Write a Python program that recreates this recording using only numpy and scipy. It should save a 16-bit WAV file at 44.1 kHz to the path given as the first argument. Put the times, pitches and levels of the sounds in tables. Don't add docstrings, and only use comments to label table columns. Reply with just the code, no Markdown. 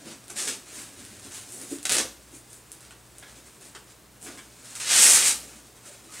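import sys
import numpy as np
from scipy import signal
from scipy.fft import rfft, irfft
from scipy.io import wavfile
from scipy.ndimage import uniform_filter1d

SR = 44100
rng = np.random.default_rng(int(sys.argv[2]) if len(sys.argv) > 2 else 0)


def wrap_up_sound(samples):
    columns = np.atleast_2d(samples).T
    tamed = np.clip(columns, -1, 1)
    steps = np.round(tamed * 32767).astype(np.int16)
    wavfile.write(sys.argv[1], SR, steps)


N = 273420


def amp(db):
    return 10 ** (np.asarray(db) / 20)


def evened(x):
    return x / np.sqrt(np.mean(x ** 2) + 1e-20)


def read(points, hz):
    f, value = np.transpose(points)
    return np.interp(np.log(hz + 1), np.log(f + 1), value)


def add(mix, s, sound):
    part = mix[max(round(s * SR), 0):][:len(sound)]
    part += sound[:len(part)]


def split_click(spectrum, low_hz=700, high_hz=6000, size=4096):
    hz = abs(np.fft.fftfreq(size, 1 / SR))
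    log_gain = np.log(amp(np.maximum(read(spectrum, hz), -70)))
    click = np.exp(signal.hilbert(log_gain).conj())
    low, high = (1 / (1 + (hz / edge) ** 8) for edge in (low_hz, high_hz))
    bands = np.array([low, high - low, 1 - high])
    parts = np.fft.fftshift(np.fft.ifft(click * bands).real, axes=1)
    return parts / np.linalg.norm(parts, axis=1, keepdims=True)


def play_clicks(kicks, clicks, levels_db):
    start = clicks.shape[1] // 2
    return sum(signal.fftconvolve(kicks * amp(db), click)[start:] for db, click in zip(levels_db, clicks))


def shower(count, per_s, spread_db):
    chance = per_s / SR
    sizes = evened(amp(spread_db * np.minimum(rng.exponential(1, count), 3)))
    signs = rng.choice([-1, 1], count)
    happens = rng.random(count) < chance
    return sizes * signs * happens / np.sqrt(chance)


def fuzzy_tone(hz, width_hz):
    smoothing = signal.butter(2, width_hz / 2, fs=SR, output="sos")
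    wobble = signal.sosfilt(smoothing, rng.standard_normal((len(hz), 2)) @ [1, 1j])
    tone = np.exp(2j * np.pi * np.cumsum(hz) / SR)
    return evened((wobble * tone).real) * signal.windows.tukey(len(hz), .5)


# f/Hz, relative level/dB
AIR_COLOUR = [(15, -65), (25, -37), (36, -13.5), (59, -6), (87, -7.5), (108, -5), (223, -6.5), (249, -14),
              (317, -6), (531, -10), (840, -13), (988, -11.5), (2280, -18.5), (16000, -23.5)]
MIC_COLOUR = [(18, -41), (30, -11), (90, 7), (168, 2), (213, 10.5), (5040, -11.5), (9190, -25), (11300, -4),
              (15500, -6.5)]
def hiss(colour):
    hz = np.fft.rfftfreq(N, 1 / SR)
    white = rfft(rng.standard_normal(N))
    return evened(irfft(white * amp(read(colour, hz)), N))


# t/s, level/dB
HUM_LEVELS = [(0, -70), (1.6, -70), (2.1, -62), (3.1, -64.5), (4.0, -67.5), (5.4, -61.5), (6.2, -68)]
def hum(mains_hz=60, beat_s=1.097, dip_s=2.61, motor_db=-8.5):
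    t = np.arange(N) / SR
    phase = 2 * np.pi * mains_hz * t
    lag = 2 * np.pi * (t - dip_s) / beat_s
    motor = amp(motor_db) * np.sin(phase - lag)
    drone = amp(np.interp(t, *np.transpose(HUM_LEVELS))) * (np.sin(phase) - motor)
    waver = evened(sum(np.sin(2 * np.pi * (f * t + rng.random())) for f in np.geomspace(.5, 7, 20)))
    octave = amp(-63.5 + 1.8 * waver) * np.sin(2 * phase + 0.19 * waver)
    return np.sqrt(2) * (drone + octave)


# f/Hz, fade/s
ROOM_FADE = [(120, 0.5), (300, 0.48), (700, 0.46), (2000, 0.35), (5000, 0.37), (9000, 0.3), (15000, 0.64)]
# delay/s, level/dB
NEAR_ECHOES = [(.0013, -12.5), (.0043, -19.5), (.0062, -25), (.0078, -9), (0.0122, -7), (0.0175, -26.5)]
def reflections(tail_db, early_db=5, early_s=0.067):
    count = SR // 2
    hz, t, noise = signal.stft(rng.standard_normal(count), SR, nperseg=256)
    fall_db = -60 * t / read(ROOM_FADE, hz)[:, None] + early_db * np.exp(-t / early_s)
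    tail = signal.istft(noise * amp(fall_db), SR, nperseg=256)[1][:count]
    tail *= np.clip(np.arange(count) / SR / 0.0023, 0, 1)
    response = amp(tail_db) * tail / np.linalg.norm(tail)
    for s, db in NEAR_ECHOES:
        add(response, s * rng.uniform(.8, 1.2), amp([db]))
    return response


def room(x, tail_db, spots=6, rounds_per_s=9):
    spot = rounds_per_s * spots * np.arange(N) / SR
    echoes = np.zeros(N)
    for k in range(spots):
        response = reflections(tail_db)
        away = (spot - k + spots / 2) % spots - spots / 2
        share = np.cos(np.pi / 2 * np.clip(away, -1, 1))
        echoes += signal.fftconvolve(x * share, response)[:N]
    return (x + echoes) / np.sqrt(1 + np.sum(response ** 2))


# t/s, length/s, f/Hz, level/dB
KNEE_SHIFT = (0.8, 0.8, 95.5, -59.5)
def knee():
    out = np.zeros(N)
    s, length, hz, db = KNEE_SHIFT
    add(out, s, amp(db) * fuzzy_tone(np.full(int(length * SR), hz), width_hz=24))
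    return out


# t/s, length/s, first f/Hz, last f/Hz, level/dB
CLOTH_SQUEAKS = [(5.861, 0.055, 621, 520, -56), (6.082, 0.059, 1222, 1297, -54.5),
                 (6.127, 0.08, 2265, 1860, -52)]
def squeaks():
    out = np.zeros(N)
    for s, length, first_hz, last_hz, db in CLOTH_SQUEAKS:
        glide_hz = np.geomspace(first_hz, last_hz, int(length * SR))
        add(out, s, amp(db) * fuzzy_tone(glide_hz, width_hz=0.13 * first_hz))
    return out


# f/Hz, level/dB
COLLAR_NOTES = [(283, -0.5), (335, -6), (428, -11), (570, -19.5)]
# t/s, level/dB, length/s
COLLAR_BUMPS = [(1.71, -30, 0.032), (2.322, -49, 0.029), (4.27, -44, 0.035)]
def bumps():
    out = np.zeros(N)
    for s, db, length in COLLAR_BUMPS:
        t = np.arange(int(length * SR)) / SR
        ring = sum(amp(note_db) * np.sin(2 * np.pi * hz * t) for hz, note_db in COLLAR_NOTES)
        add(out, s, amp(db) * ring * signal.windows.tukey(len(t), .5))
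    return out


# t/s, level/dB
FIDGET_LEVELS = [(0, -60), (1.1, -54), (1.7, -53.5), (2.25, -61), (3.0, -62.5), (3.5, -58), (4.08, -65),
                 (4.5, -56.5), (5.75, -60), (6.1, -56)]
# centre t/s, length/s, level/dB, extra bass/dB, extra treble/dB
CLOTH_SLIDES = [(0.032, 0.12, -52.5, 4.5, -3), (0.073, 0.1, -51.5, 7, -3), (0.105, 0.14, -44.5, -3.5, -4.5),
                (0.447, 0.46, -53, 3, -2), (0.684, 0.085, -47.5, -10, -3), (0.79, 0.25, -44, -6, 2.5),
                (1.033, 0.27, -57, -1, 1), (1.262, 0.11, -48, 1, 1), (1.363, 0.2, -45, -25, 3),
                (1.546, 0.19, -53.5, 2, 12), (1.63, 0.13, -51, 2, 6.5), (1.716, 0.15, -47, -6, 6.5),
                (2.355, 0.11, -55.5, -2.5, 8.5), (2.536, 0.17, -61.5, -5, 9.5), (2.84, 0.29, -56.5, -7, -4),
                (3.297, 0.34, -55, -8, -5), (3.64, 0.14, -52.5, -4, 3), (3.909, 0.085, -54, -11, -2),
                (4.255, 0.13, -53.5, 4.5, 10), (4.31, 0.22, -51, 1, -3), (4.756, 0.44, -49, -26, 2),
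                (5.418, 0.66, -52, -1.5, 1), (5.875, 0.092, -49, -7, 1.5), (5.933, 0.08, -52, -8, 2),
                (6.2, 0.31, -47, -20, 2.5)]
def cloth_levels(skew=0.96, roundness=1.82):
    t = np.arange(N) / SR
    fidget_db = np.interp(t, *np.transpose(FIDGET_LEVELS))
    power = amp([fidget_db - 3, fidget_db, fidget_db + 1]) ** 2
    for centre, length, db, bass_db, treble_db in CLOTH_SLIDES:
        during = abs(t - centre) < length / 2
        progress = np.clip((t[during] - centre) / length + .5, 0, 1)
        swell = abs(np.sin(np.pi * progress ** skew)) ** roundness
        power[:, during] += (swell * amp([[db + bass_db], [db], [db + treble_db]])) ** 2
    return 10 * np.log10(power)


# f/Hz, relative level/dB
CLOTH_COLOUR = [(100, -33.5), (170, -11.5), (240, -1.5), (330, -3.5), (420, -8.5), (900, -14), (1400, -11),
                (2300, -10.5), (3300, -12), (5400, -10), (7300, -3), (9200, -2), (11000, -13.5),
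                (16000, -25)]
def rustles(clump_db=1.37):
    slips = shower(N, per_s=4200, spread_db=4.5)
    clumps = evened(uniform_filter1d(uniform_filter1d(rng.standard_normal(N), size=700), size=200))
    return play_clicks(slips * amp(clump_db * clumps), split_click(CLOTH_COLOUR), cloth_levels())[:N]


# f/Hz, relative level/dB
SCUFF_COLOUR = [(180, -18), (300, 7), (414, -1), (738, -14), (1140, -1), (1430, 0), (1520, -4), (2350, 0),
                (3930, -6), (8240, -6), (14000, -31)]
# f/Hz, relative level/dB, time to fade by 60 dB/s
RIM_NOTES = [(1210, 5, 0.008), (1610, 4, 0.0082), (2360, 5.5, 0.0055), (3440, -4, 0.007)]
# t/s, level/dB, fade/s, extra treble/dB, extra bass/dB, rim/dB, grip
COLLAR_SCUFFS = [(0.297, -38, 0.092, 4.5, -6, -5, 1), (0.475, -29, 0.057, 6, -9, -4, 1.43),
                 (1.853, -30.5, 0.063, 6, -20, -1, 1.65), (2.905, -45, 0.07, -4, -16, -0.5, 1.22),
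                 (3.224, -45, 0.079, -11, -12, 7, 1.43), (3.748, -37.5, 0.088, -6, -16, -0.5, 1.3),
                 (4.258, -42.5, 0.22, -5, -5, -1, 1), (4.373, -42, 0.15, -1.5, -12, -1, 1.42),
                 (4.754, -37.5, 0.11, 6, -26, -15, 1.5), (4.799, -34, 0.07, 4, -22, -5, 1.17),
                 (5.853, -50.5, 0.069, 11, -7, -10, 1)]
def scuffs():
    out, clicks = np.zeros(N), split_click(SCUFF_COLOUR)
    t = np.arange(SR // 4) / SR
    for s, db, fade_s, treble_db, bass_db, rim_db, grip in COLLAR_SCUFFS:
        rim = sum(amp(note_db - 60 * t / ring_s) * np.sin(2 * np.pi * hz * grip * t)
                  for hz, note_db, ring_s in RIM_NOTES)
        burst = np.minimum(t / 0.003, 1) * amp(-60 * t / fade_s)
        slips = burst * shower(len(t), per_s=4000, spread_db=2.0)
        add(out, s, amp(db) * play_clicks(slips, clicks, (bass_db, -2, treble_db)))
        add(out, s, amp(db + rim_db) * signal.fftconvolve(slips, rim / np.linalg.norm(rim)))
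    return out


# f/Hz, relative level/dB
HOOK_COLOUR = [(100, -20), (400, -30.5), (1400, -6.5), (2300, -1.5), (3600, 0), (5500, -0.5), (7500, 6.5),
               (9200, 9.5), (11000, 1.5), (16000, -26)]
# t/s, level/dB, extra treble/dB
HOOK_SNAPS = [(0.2817, -27.5, 9), (0.3038, -22, 8), (0.4785, -15, 4), (0.817, -27, -1), (1.0511, -20.5, 1),
              (1.197, -25.5, 2), (1.5225, -32, 20), (1.616, -25, 11), (1.786, -19, -3), (1.8299, -21, 9),
              (1.8532, -4.5, -4), (1.8547, 1.5, -8), (1.8952, 2.5, -4), (1.8992, 0.5, -7), (1.9033, 0, -11),
              (1.9212, 1.5, 3), (1.9243, -1.5, -1), (1.9262, -6, -1), (1.9324, -0.5, -4), (1.9434, -4, -1),
              (1.9466, -2, -1), (1.9534, -5, 3), (1.985, -5, -3), (2.531, -34.5, 18), (2.718, -31.5, 20),
              (2.807, -38, 15), (2.8515, -25, -5), (2.9085, -28, -4), (3.184, -35.5, 19.5),
              (3.7512, -22, -14), (4.222, -39, 17), (4.228, -37, 20), (4.7537, -13, -2), (4.799, -15, -3)]
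def snaps():
    out, clicks = np.zeros(N), split_click(HOOK_COLOUR)
    for s, db, treble_db in HOOK_SNAPS:
        add(out, s, amp(db) * play_clicks(np.ones(1), clicks, (-15, 0, treble_db)))
    return out


# f/Hz, relative level/dB
TAPE_COLOUR = [(59, -44), (100, -22), (185, -30.5), (249, -16), (373, -22.5), (502, -15.5), (691, -21.5),
               (930, -12), (1010, -20.5), (1170, -9.5), (1310, -12), (1720, -8.5), (4670, -7), (8640, -1),
               (16000, -33.5)]
# t/s, level/dB, extra treble/dB
SHORT_RIP = [(0.355, -50, -3), (0.361, -39, 3), (0.387, -34, 5), (0.467, -41.5, 6), (0.475, -31, 1.5),
             (0.56, -49, 2)]
JERKED_RIP = [(1.9, -30, -9), (1.925, -29.5, -2), (1.96, -30, -4), (1.972, -24.5, 1.5), (2.0, -26, -4),
              (2.017, -37.5, 4)]
LONG_RIP = [(4.798, -35, -1), (4.86, -34, -1.5), (4.909, -22.5, 0), (4.995, -21, 5.5), (5.018, -21.5, 8.5),
            (5.175, -23, 6), (5.22, -26, 1), (5.285, -25.5, 8.5), (5.324, -30.5, -2)]
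# extra bass/dB, hooks per second, unevenness/dB
RIP_TEXTURES = [(-12.5, 4200, 2.5), (-7, 480, 4), (-18, 2700, 2)]
def rips(fade_s=0.0022):
    out, clicks = np.zeros(N), split_click(TAPE_COLOUR)
    for pull, (bass_db, per_s, spread_db) in zip((SHORT_RIP, JERKED_RIP, LONG_RIP), RIP_TEXTURES):
        times, *columns = np.transpose(pull)
        t = np.arange(times[0], times[-1], 1 / SR)
        db, treble_db = (np.interp(t, times, column) for column in columns)
        soft_ends = np.clip(np.minimum(t - t[0], t[-1] - t) / fade_s, 0, 1)
        hooks = soft_ends * shower(len(t), per_s, spread_db)
        add(out, times[0], play_clicks(hooks, clicks, (db + bass_db, db, db + treble_db)))
    return out


def scene():
    straps = room(rips() + rustles() + snaps() + scuffs() + squeaks(), tail_db=1.0)
    bass_cut = signal.butter(2, 130, "high", fs=SR, output="sos")
    straps = signal.sosfilt(bass_cut, straps)
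    collar = bumps()
    collar_echo = amp(-9.5) * signal.fftconvolve(collar, reflections(tail_db=7.5))[:N]
    middle = straps + collar + collar_echo + knee() + hum() + amp(-55.5) * hiss(AIR_COLOUR)
    side = amp(-65) * hiss(MIC_COLOUR)
    side += amp(-43) * signal.fftconvolve(straps, reflections(tail_db=-44))[:N]
    return np.array([middle + side, middle - side])


def record(dry, top_hz=15850):
    clipped = np.clip(dry, -.9, .9)
    treble_cut = signal.firwin(511, top_hz, window=("kaiser", 9), fs=SR)
    return signal.oaconvolve(clipped, treble_cut[None], "same", axes=1)


dry = scene()
out = record(dry)
wrap_up_sound(out)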